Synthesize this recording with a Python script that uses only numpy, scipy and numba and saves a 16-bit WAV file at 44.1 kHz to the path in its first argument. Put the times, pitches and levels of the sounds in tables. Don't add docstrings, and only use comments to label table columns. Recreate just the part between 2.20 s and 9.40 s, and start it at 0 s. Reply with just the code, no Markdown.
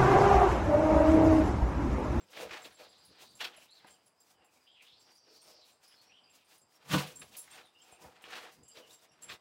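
import sys
import numpy as np
from scipy import signal
from scipy.fft import rfft, irfft
from scipy.io import wavfile
from scipy.ndimage import uniform_filter1d
from numba import njit

SR = 44100
rng = np.random.default_rng(int(sys.argv[2]) if len(sys.argv) > 2 else 0)


def put_to_file(sound):
    columns = np.atleast_2d(sound).T
    safe = np.clip(columns, -1, 1)
    whole_steps = np.round(safe * 32767)
    wavfile.write(sys.argv[1], SR, whole_steps.astype(np.int16))


N = 317608


def panting_and_airy_hiss():
    # (frequency [Hz], level per Hz [dB])
    air_colour = [(88, -64), (150, -4.5), (833, -1), (955, -1.5), (1780, -6.5), (2300, -4.5), (5850, -1.5),
                  (7250, -3.5), (13300, -9), (15800, -8)]
    # (peak time [s], level before a 1 dB lift [dB], rise per 30 dB [s], fall per 30 dB [s])
    hiss_rows = [(0, -91, 0.026, .08), (.106, -70, 0.019, .3), (.23, -59.5, 0.18, 0.084),
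                 (.324, -73, .15, .9), (.464, -66, 0.65, 0.12), (.524, -70, 0.026, 0.042),
                 (.608, -67.5, 0.058, 0.15), (.85, -78.5, 0.28, .25), (1.022, -63.5, .065, 0.14),
                 (1.248, -67.5, 0.47, 0.16), (1.438, -69, 0.23, 0.094), (1.554, -77, .06, 0.19),
                 (1.708, -72.5, 0.067, 0.14), (1.878, -80, 0.23, .11), (2.01, -82, .05, .2),
                 (2.116, -71.5, 0.21, 0.064), (2.344, -73.5, 0.085, 0.21), (2.626, -70, 0.023, 0.15),
                 (2.812, -78, 0.074, 0.21), (2.976, -78.5, 0.62, 0.064), (3.14, -68, 0.065, 0.19),
                 (3.312, -68.5, 0.34, 0.084), (3.484, -73.5, 0.098, 0.15), (3.636, -72, 0.06, 0.35),
                 (3.818, -69.5, 0.025, .09), (4.156, -68.5, 0.075, .12), (4.344, -69, 0.17, 0.11),
                 (4.564, -75.5, 0.19, .045), (4.93, -71, .3, 0.33), (5.086, -72, .6, .3),
                 (5.184, -65.5, 0.37, 0.36), (5.356, -67.5, 0.22, 0.2), (5.68, -75.5, 0.33, .5),
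                 (5.822, -66, .09, 0.2), (6.166, -65.5, 0.22, 0.28), (6.33, -72.5, 0.3, 0.21),
                 (6.592, -68.5, 0.17, 0.12), (6.708, -68.5, 0.11, 0.19), (6.846, -72, 0.13, 0.055),
                 (7.02, -68, .02, .15), (7.128, -63.5, 0.15, 0.064)]
    # (peak time [s], level [dB], rise [s], fall [s])
    burst_rows = [(4.66, -89, .03, .3), (4.717, -45, 0.058, 0.26), (4.762, -44, 0.1, 0.13)]
    air = coloured(air_colour)
    top = signal.sosfilt(signal.butter(4, 12000, "high", fs=SR, output="sos"), air)
    level_db, _ = swells([*hiss_rows, *burst_rows], -107)
    flutter_db = 2.2 * walk(60)
    return air / np.std(top) * undb(level_db + 1.0 + flutter_db)


def tags():
    # (centre of a close pair [Hz], time to fade 60 dB [s])
    tag_modes = [(7504, 0.058), (8740, 0.14), (9561, 0.052), (10220, 0.096), (11050, 0.043)]
    # (time [s], lowest mode's blow [dB], strongest upper blow [dB], its frequency [Hz], tick [dB])
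    clinks = [(.005, -63, -89, 11050, -95), (0.418, -50, -75, 8740, -73), (0.524, -74, -63, 10220, -68),
              (0.5436, -57, -82, 8740, -81), (0.688, -59, -63, 11050, -75), (.7796, -62, -68, 10220, -77),
              (0.849, -81, -57, 10220, -57), (1.0864, -81, -62, 8740, -81), (1.15, -49.5, -57, 11050, -69),
              (1.362, -54, -56, 11050, -64), (1.505, -56.5, -68, 11050, -76), (1.668, -62, -65, 10220, -58),
              (1.704, -52, -59.5, 8740, -68), (1.858, -67, -64, 10220, -87),
              (2.001, -61.5, -72, 10220, -58), (2.244, -63.5, -71, 10220, -63),
              (2.515, -68, -90, 8740, -99), (2.795, -61, -70, 11050, -79), (2.942, -80, -68, 9561, -78),
              (3.2135, -73, -56, 8740, -71), (3.41, -72, -84, 8740, -85), (3.5184, -64, -71, 8740, -79),
              (3.677, -86, -58.5, 11050, -61), (4.0966, -60.5, -70, 11050, -72),
              (4.244, -88, -67.5, 8740, -81), (4.375, -83, -62.5, 9561, -60), (4.411, -58, -71, 11050, -81),
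              (4.8694, -70, -54.5, 10220, -66), (4.9556, -46, -53.5, 8740, -52),
              (4.993, -46, -47.5, 10220, -55), (5.1669, -53, -45, 11050, -34),
              (5.1812, -41.5, -37.5, 10600, -46), (5.308, -56, -54, 8740, -71), (5.45, -82, -68, 9561, -74),
              (5.616, -54, -81, 8740, -73), (5.715, -56, -57, 8740, -75), (6.019, -65, -61, 9000, -55),
              (6.431, -50.5, -67, 11050, -94), (6.4792, -44.5, -56, 11050, -69),
              (6.7264, -49, -57, 11050, -66), (6.9162, -69, -70, 11050, -90),
              (7.0211, -41.5, -49, 11050, -68), (7.0816, -49.5, -63, 9200, -67)]
    slope_db_per_khz, scatter_db = 7, 2.5
    blows = np.zeros((len(tag_modes) + 1, N))
    noise = rng.standard_normal((len(clinks), len(blows), 3000))
    t = np.arange(3000) / SR
    fade = np.exp(-t / 0.023) * (1 - np.exp(-t / 0.001))
    upper_hz = np.array(tag_modes)[1:, 0]
    scatter = scatter_db * rng.standard_normal((len(clinks), len(upper_hz)))
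    for (start_s, low_db, top_db, top_hz, tick_db), chatter, luck in zip(clinks, noise, scatter):
        away_khz = np.abs(upper_hz - top_hz) / 1000
        upper_db = top_db - slope_db_per_khz * away_khz + luck * np.minimum(away_khz, 1)
        levels_db = [low_db, *upper_db, tick_db]
        for track, db, hits in zip(blows, levels_db, chatter):
            add(track, int(start_s * SR), undb(db) * hits * fade)
    modes = 0
    for blow, (hz, t60) in zip(blows, tag_modes):
        modes = modes + ring(blow, hz - 35, t60) + 0.72 * ring(blow, hz + 40, t60)
    ticks = signal.sosfilt(signal.butter(2, 7000, "high", fs=SR, output="sos"), blows[-1])
    return undb(-2.5) * modes / np.linalg.norm(fade) + undb(-7.0) * ticks


def scuffs():
    # (start of full level [s], grit [dB], rise per 30 dB [s], fall per 30 dB [s], hold [s],
    #                pad rumble over grit [dB], brightness [dB], pad centre [Hz])
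    slides = [(0, -70, .1, 0.17, 0.02, 4.5, 4, 480), (0.145, -54, 0.07, .3, .01, -14, 6, 670),
              (0.168, -49, 0.091, 0.2, .02, 3.5, 9.5, 604), (0.193, -51, 0.11, 0.16, 0.034, 9, 6, 523),
              (0.313, -44, 0.023, 0.22, 0.017, -1, -6.5, 710), (0.355, -47, 0.21, 0.088, .02, -3, -8, 630),
              (.447, -55.5, 0.069, 0.063, 0.015, 4.5, 11, 510),
              (0.591, -61.5, 0.058, 0.19, 0.034, 7.5, 4.5, 590), (0.82, -70, 0.96, .3, 0.0088, 1, 1, 815),
              (1.024, -57.5, 0.17, 0.066, 0.009, 1.5, 3, 730),
              (1.207, -43, 0.018, 0.074, 0.043, -3, 10, 750), (1.288, -58, 0.12, 0.28, .01, 0, 3.5, 730),
              (1.654, -65.5, 0.27, 0.25, 0.018, 3, -28, 700),
              (2.224, -71.5, 0.2, 0.15, 0.0088, 8, -30, 726), (2.63, -73, 0.17, 0.3, 0.019, -14, 2, 730),
              (2.89, -70, .12, 0.09, 0.013, 4, 0, 770), (3.07, -74.5, 0.065, 0.25, .03, 11, 8.5, 444),
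              (3.267, -77, .15, 0.57, 0.025, 14, 16, 620), (3.637, -70.5, 0.075, .6, 0.018, -11, 2, 740),
              (3.865, -74, 0.74, .5, 0.018, 3, 4, 730), (4.153, -77.5, 0.52, 0.43, 0.024, -6, 14.5, 700),
              (4.312, -67.5, 0.11, 0.11, 0.015, -4, 7, 680), (4.715, -41, 0.064, 0.27, 0.0077, -3, 7, 700),
              (4.736, -36, 0.069, 0.2, 0.0082, 0.5, 7, 497),
              (4.796, -43.5, 0.21, 0.098, .015, 3, -1.5, 730),
              (5.019, -53, 0.018, .07, 0.0078, -2.5, 6, 640), (5.156, -61, 0.13, 0.027, 0.0089, -1, 8, 683),
              (5.329, -55, .115, 0.23, 0.017, -9, 4, 766), (5.374, -57, 0.18, 0.12, 0.023, 1.5, 0, 720),
              (5.658, -69.5, 0.15, 0.98, .02, 6.5, 7, 704), (5.833, -71, .13, 0.16, 0.029, 19.5, -9, 740),
              (5.915, -79, .1, .12, .01, 8, 4, 736), (5.974, -68, .2, .3, .02, -4, 5, 650),
              (6.063, -50.5, 0.041, 0.27, 0.046, -4, -1, 696), (6.14, -48, 0.26, 0.14, 0.032, -2, -1, 736),
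              (6.245, -54, 0.73, 0.099, 0.028, 1, -9, 720),
              (6.564, -59.5, 0.053, 0.22, 0.011, 6.5, 4.5, 470), (6.835, -69, 0.13, 0.32, .01, 2, -9, 680),
              (7.033, -65, .2, 0.44, .02, -2, -4, 634), (7.099, -50.5, 0.034, 0.064, 0.03, -5, 6, 490)]
    # (centre [Hz], width of one pass [Hz], level [dB])
    grit_modes = [(1723, 2510, 8.5), (2610, 1180, -4.5), (3310, 1800, -4.5), (5900, 15000, -12.5)]
    # (centre [Hz], width of one pass [Hz], level [dB])
    pad_modes = [(252.4, 15.3, -2.5), (486, 480, 14.5), (783, 1000, 4)]
    shuffle_grit_db, shuffle_pad_db = -84.5, -81.5
    pad_lag_s, blend_s = 0.0082, 0.017

    start_s, db, rise, fall, hold, over_db, bright_db, pad_hz = np.transpose(slides)
    presses = np.transpose([start_s + pad_lag_s, db + over_db, rise, fall])
    slide_db, slide = swells(slides, -120, hold[:, None])
    press_db, press = swells(presses, -120, hold[:, None])
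    bright_db, pad_hz = uniform_filter1d([bright_db[slide], pad_hz[press]], max(int(blend_s * SR), 1))
    grit_db = np.maximum(slide_db, shuffle_grit_db + 2 * walk(10))
    pad_db = np.maximum(press_db, shuffle_pad_db + 2 * walk(6))

    slips = grains(.5, 0.81) * undb(2.0 * walk(120))
    dull = body(slips * undb(2.0 * walk(45)), grit_modes[:1])
    sharp = body(slips * undb(2.0 * walk(45)), grit_modes[1:])
    grit = (dull + undb(bright_db) * sharp) / np.std(dull)
    knocks = grains(.1, 0.82)
    steady_pad = unit(body(knocks, pad_modes))
    gliding_pad = moving(knocks, pad_hz, 2.22)
    pad = undb(-3.5) * steady_pad + undb(-7.5) * gliding_pad
    return grit * undb(grit_db) + pad * undb(pad_db - 3.5)


def claws():
    # (time [s], peak of the snap [dB], resonance [Hz])
    ticks = [(.172, -34, 2330), (.207, -43, 2200), (.309, -36, 2160), (.618, -50, 2460), (1.272, -46, 2820),
             (1.378, -52, 686), (1.644, -50, 1670), (1.647, -47.5, 810), (3.74, -56, 1620),
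             (5.018, -42, 2500), (5.018, -44, 3430), (5.277, -51, 2110), (5.725, -48.5, 710),
             (6.04, -39.5, 2730), (6.571, -42.5, 3900), (7.029, -54, 2840), (7.098, -38.5, 2640)]
    out = np.zeros(N)
    t = np.arange(600) / SR
    cracks = rng.standard_normal((len(ticks), 600))
    for (start_s, db, hz), crack in zip(ticks, cracks):
        snap = ring(crack * np.exp(-t / 0.0046), hz, 16.0 / hz)
        tip = np.diff(crack, prepend=0) * np.exp(-t / .0015)
        add(out, int(start_s * SR), undb(db) * (snap / np.abs(snap).max() + 0.091 * tip))
    return out


def thump():
    # (peak time [s], level [dB], rise per 30 dB [s], fall per 30 dB [s])
    blow_rows = [(4.7, -51, .03, .3), (4.746, -26.5, 0.061, 0.12), (5, -64, 0.13, 0.039)]
    # (centre [Hz], width of one pass [Hz], level [dB])
    hollow_modes = [(118, 75, -10), (173.4, 27, -4.5), (276.5, 44, -8.5), (532, 52, -15), (997, 200, -9.5),
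                    (1146, 48, -9.5), (1458, 41, -15.5)]
    boom_hz = 148.2 * (1 + 0.04 * walk(40))
    boom = np.sin(2 * np.pi * np.cumsum(boom_hz) / SR) * undb(3.1 * walk(50))
    knock = unit(body(grains(0.042, 1.6), hollow_modes))
    level_db, _ = swells(blow_rows, -120)
    return (undb(-1.5) * boom + knock) * undb(level_db)


def bird(notes):
    edge_s, fade_db = 0.01, -0.5
    hz, spread, gain = np.full(N, 4000.), np.full(N, 500.), np.zeros(N)
    for start_s, length, first, middle, last, width, db in notes:
        u = np.arange(int(length * SR)) / (length * SR)
        at = slice(int(start_s * SR), int(start_s * SR) + len(u))
        bend = middle - (first + last) / 2
        hz[at] = first + (last - first) * u + 4 * u * (1 - u) * bend
        spread[at] = width
        edges = np.tanh(np.sin(np.pi * u) * length / (np.pi * edge_s))
        gain[at] = undb(db + fade_db * (u - .5)) * edges
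    hz = hz + .12 * spread * walk(70)
    narrow = svf(rng.standard_normal(N), hz, spread)
    tone = svf(narrow, hz, spread) + 0.13 * narrow
    return tone * np.sqrt(SR / spread) * gain * undb(-8.0 + 2.6 * walk(60))


def birds():
    # (start [s], length [s], first [Hz], middle [Hz], last [Hz], spread [Hz],
    #             level before bird()'s trim [dB])
    low_notes = [(.5, .3, 4000, 4130, 3900, 1500, -61.5), (.8, 0.35, 4100, 4100, 4170, 1350, -63),
                 (1.3, 0.16, 3240, 2860, 2680, 900, -63.5), (1.48, 0.066, 3320, 4100, 4480, 420, -56),
                 (1.545, 0.069, 4480, 4000, 3050, 520, -58), (1.69, 0.094, 2720, 3130, 2500, 500, -68.5),
                 (2.14, 0.28, 3200, 2590, 2350, 260, -73), (2.465, 0.089, 2900, 3350, 3450, 600, -60),
                 (2.535, 0.15, 3440, 2600, 2730, 700, -59.5), (2.64, 0.16, 2850, 3680, 4800, 800, -59),
                 (2.8, 0.49, 4800, 4750, 4800, 420, -67.5), (3.07, 0.29, 4660, 4450, 4600, 650, -64),
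                 (3.26, 0.22, 4800, 4500, 3630, 855, -63.5), (3.71, 0.054, 2930, 3220, 4200, 450, -59),
                 (3.755, .075, 4360, 4320, 4530, 400, -60.5), (3.89, 0.12, 2320, 2960, 3100, 410, -59.5),
                 (4.06, 0.13, 2450, 2800, 2700, 330, -70), (5.43, 0.074, 3880, 3730, 3540, 284, -63.5),
                 (5.545, 0.049, 2790, 2840, 2900, 200, -61), (5.6, 0.032, 2980, 3080, 3230, 160, -54),
                 (5.645, 0.21, 2640, 2540, 2600, 312, -67), (6.42, 0.12, 3000, 2900, 3230, 300, -72),
                 (6.61, 0.087, 2970, 2920, 2900, 200, -60.5), (6.69, 0.043, 3100, 3780, 2950, 300, -56.5),
                 (6.905, .06, 2780, 2770, 2750, 200, -68)]
    # (start [s], length [s], first [Hz], middle [Hz], last [Hz], spread [Hz],
    #                            level [dB])
    high_notes = [(.04, .16, 5200, 4950, 5000, 500, -70), (.65, 0.49, 4770, 4800, 4600, 298, -67.5),
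                  (1.55, 0.21, 5200, 4800, 4860, 600, -72), (1.97, 0.085, 5070, 4940, 4900, 350, -72),
                  (2.4, 0.15, 4940, 4860, 4970, 300, -73), (2.64, 0.16, 5000, 5200, 5300, 503, -70),
                  (2.8, 0.14, 5450, 5530, 5550, 550, -66.5), (2.96, .13, 5550, 5640, 5450, 550, -63.5),
                  (3.08, 0.35, 5270, 5430, 5100, 1000, -63), (3.63, 0.14, 5170, 5100, 5000, 755, -63.5),
                  (3.83, 0.096, 5430, 5600, 5700, 250, -69), (4.03, 0.059, 4930, 4780, 4800, 250, -62.5),
                  (4.26, 0.19, 4800, 4900, 4970, 300, -75), (4.46, 0.091, 4900, 4800, 4740, 302, -76),
                  (4.535, 0.046, 5600, 5550, 5560, 263, -68), (5.57, 0.11, 5000, 5200, 5250, 400, -69),
                  (6.33, .17, 4840, 4900, 4840, 350, -75.5), (6.505, 0.053, 4880, 4870, 4600, 200, -57),
                  (6.562, 0.032, 5770, 5600, 5840, 450, -58), (6.78, 0.049, 5050, 4800, 4700, 298, -72.5),
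                  (6.885, .065, 5670, 5580, 5600, 250, -66.5)]
    return echoes(bird(low_notes) + bird(high_notes), t60=0.62, db=-7.5)


def garden():
    # (frequency [Hz], level per Hz [dB])
    wash_colour = [(18, -50), (30, -25), (81, -1), (309, 1), (628, 3), (931, 3.5), (1990, -9), (2730, -10),
                   (4150, -26), (4860, 0), (6310, -35), (7580, -10.5), (12500, -28), (15800, -29.5)]
    # (peak time [s], level before a 1.5 dB cut [dB], rise per 30 dB [s], fall per 30 dB [s])
    footfalls = [(0, -69, .1, .12), (.23, -71, .19, 3.6), (1.11, -66.5, 0.3, 0.64), (3.11, -85, 0.61, .8),
                 (4.95, -64.5, .1, 0.55), (5.37, -68.5, 0.067, 0.18), (5.86, -61, 0.25, 0.25),
                 (6.2, -70, 0.8, 1.5), (7.15, -67.5, 0.57, 0.047)]
    wash_db = -74
    wash = unit(coloured(wash_colour)) * undb(wash_db + 1.5 * walk(12))
    rumble_db, _ = swells(footfalls, -90)
    low = unit(body(rng.standard_normal(N), [(78.5, 18, -4), (142, 330, 13.0)]))
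    return wash + low * undb(rumble_db - 1.5 + 6.0 * walk(17))


def echoes(x, t60, db):
    t = np.arange(int(.5 * SR)) / SR
    tail = rng.standard_normal(len(t)) * np.exp(-np.log(1000) * t / t60) * (t > .004)
    tail = signal.lfilter([1], [1, -.4], tail)
    return x + undb(db) * signal.fftconvolve(x, tail / np.linalg.norm(tail))[:N]


def swells(rows, floor_db, hold=0):
    swell_db = 30
    t = np.arange(0, N, 32) / SR
    peak_s, db, rise, fall = np.transpose(rows)[:4, :, None]
    before = (peak_s - t) / np.abs(rise)
    after = np.maximum(t - peak_s - hold, 0) / np.abs(fall)
    each = db - swell_db * np.where(t < peak_s, before, after)
    level_db = np.repeat(np.maximum(each.max(0), floor_db), 32)[:N]
    loudest = np.repeat(each.argmax(0), 32)[:N]
    return uniform_filter1d(level_db, size=64), loudest


def undb(db):
    return 10 ** (np.asarray(db) / 20)


def unit(x):
    return x / np.sqrt(np.mean(x ** 2))


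@njit
def svf(x, hz, width):
    y, band, low = np.empty(len(x)), 0., 0.
    for i in range(len(x)):
        g, k = np.tan(np.pi * hz[i] / SR), width[i] / hz[i]
        v = (band + g * (x[i] - low)) / (1 + g * (g + k))
        band, low, y[i] = 2 * v - band, low + 2 * g * v, k * v
    return y


def moving(x, hz, q):
    once = svf(x, hz, hz / q)
    twice = svf(once, hz, hz / q)
    return unit(twice / np.sqrt(hz))


def body(x, modes):
    out = 0
    for hz, width, db in modes:
        b, a = signal.iirpeak(hz, hz / width, SR)
        twice = signal.lfilter(b, a, signal.lfilter(b, a, x))
        out = out + undb(db) * twice / np.sqrt(width)
    return out


def ring(x, hz, t60):
    p, w = np.exp(-np.log(1000) / (t60 * SR)), 2 * np.pi * hz / SR
    return signal.lfilter([0, p * np.sin(w)], [1, -2 * p * np.cos(w), p * p], x)


def coloured(spectrum):
    hz = np.fft.rfftfreq(N, 1 / SR) + 1
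    points_hz, points_db = np.transpose(spectrum)
    gain = undb(np.interp(np.log(hz), np.log(points_hz), points_db))
    return irfft(rfft(rng.standard_normal(N)) * gain, N)


def walk(rate):
    k = int(SR / rate)
    steps = np.repeat(rng.standard_normal(N // k + 1), k)
    return unit(uniform_filter1d(steps, k)[:N])


def grains(share, spread_db):
    chance = rng.random((N, 2))
    size = undb(-spread_db * np.log(1 - chance[:, 1]))
    return (chance[:, 0] < share) * rng.standard_normal(N) * size


def add(track, start, piece):
    track[start:start + len(piece)] += piece[:len(track) - start]


def scene():
    near = panting_and_airy_hiss() + tags() + scuffs() + claws() + thump()
    under_roof = echoes(near, t60=0.1, db=-12)
    return (under_roof + birds() + garden())[None]


def record(dry):
    thin = signal.sosfilt(signal.butter(3, 55, "high", fs=SR, output="sos"), dry)
    return signal.sosfilt(signal.ellip(10, .2, 70, 15780, fs=SR, output="sos"), thin)


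dry = scene()
out = record(dry)
put_to_file(out)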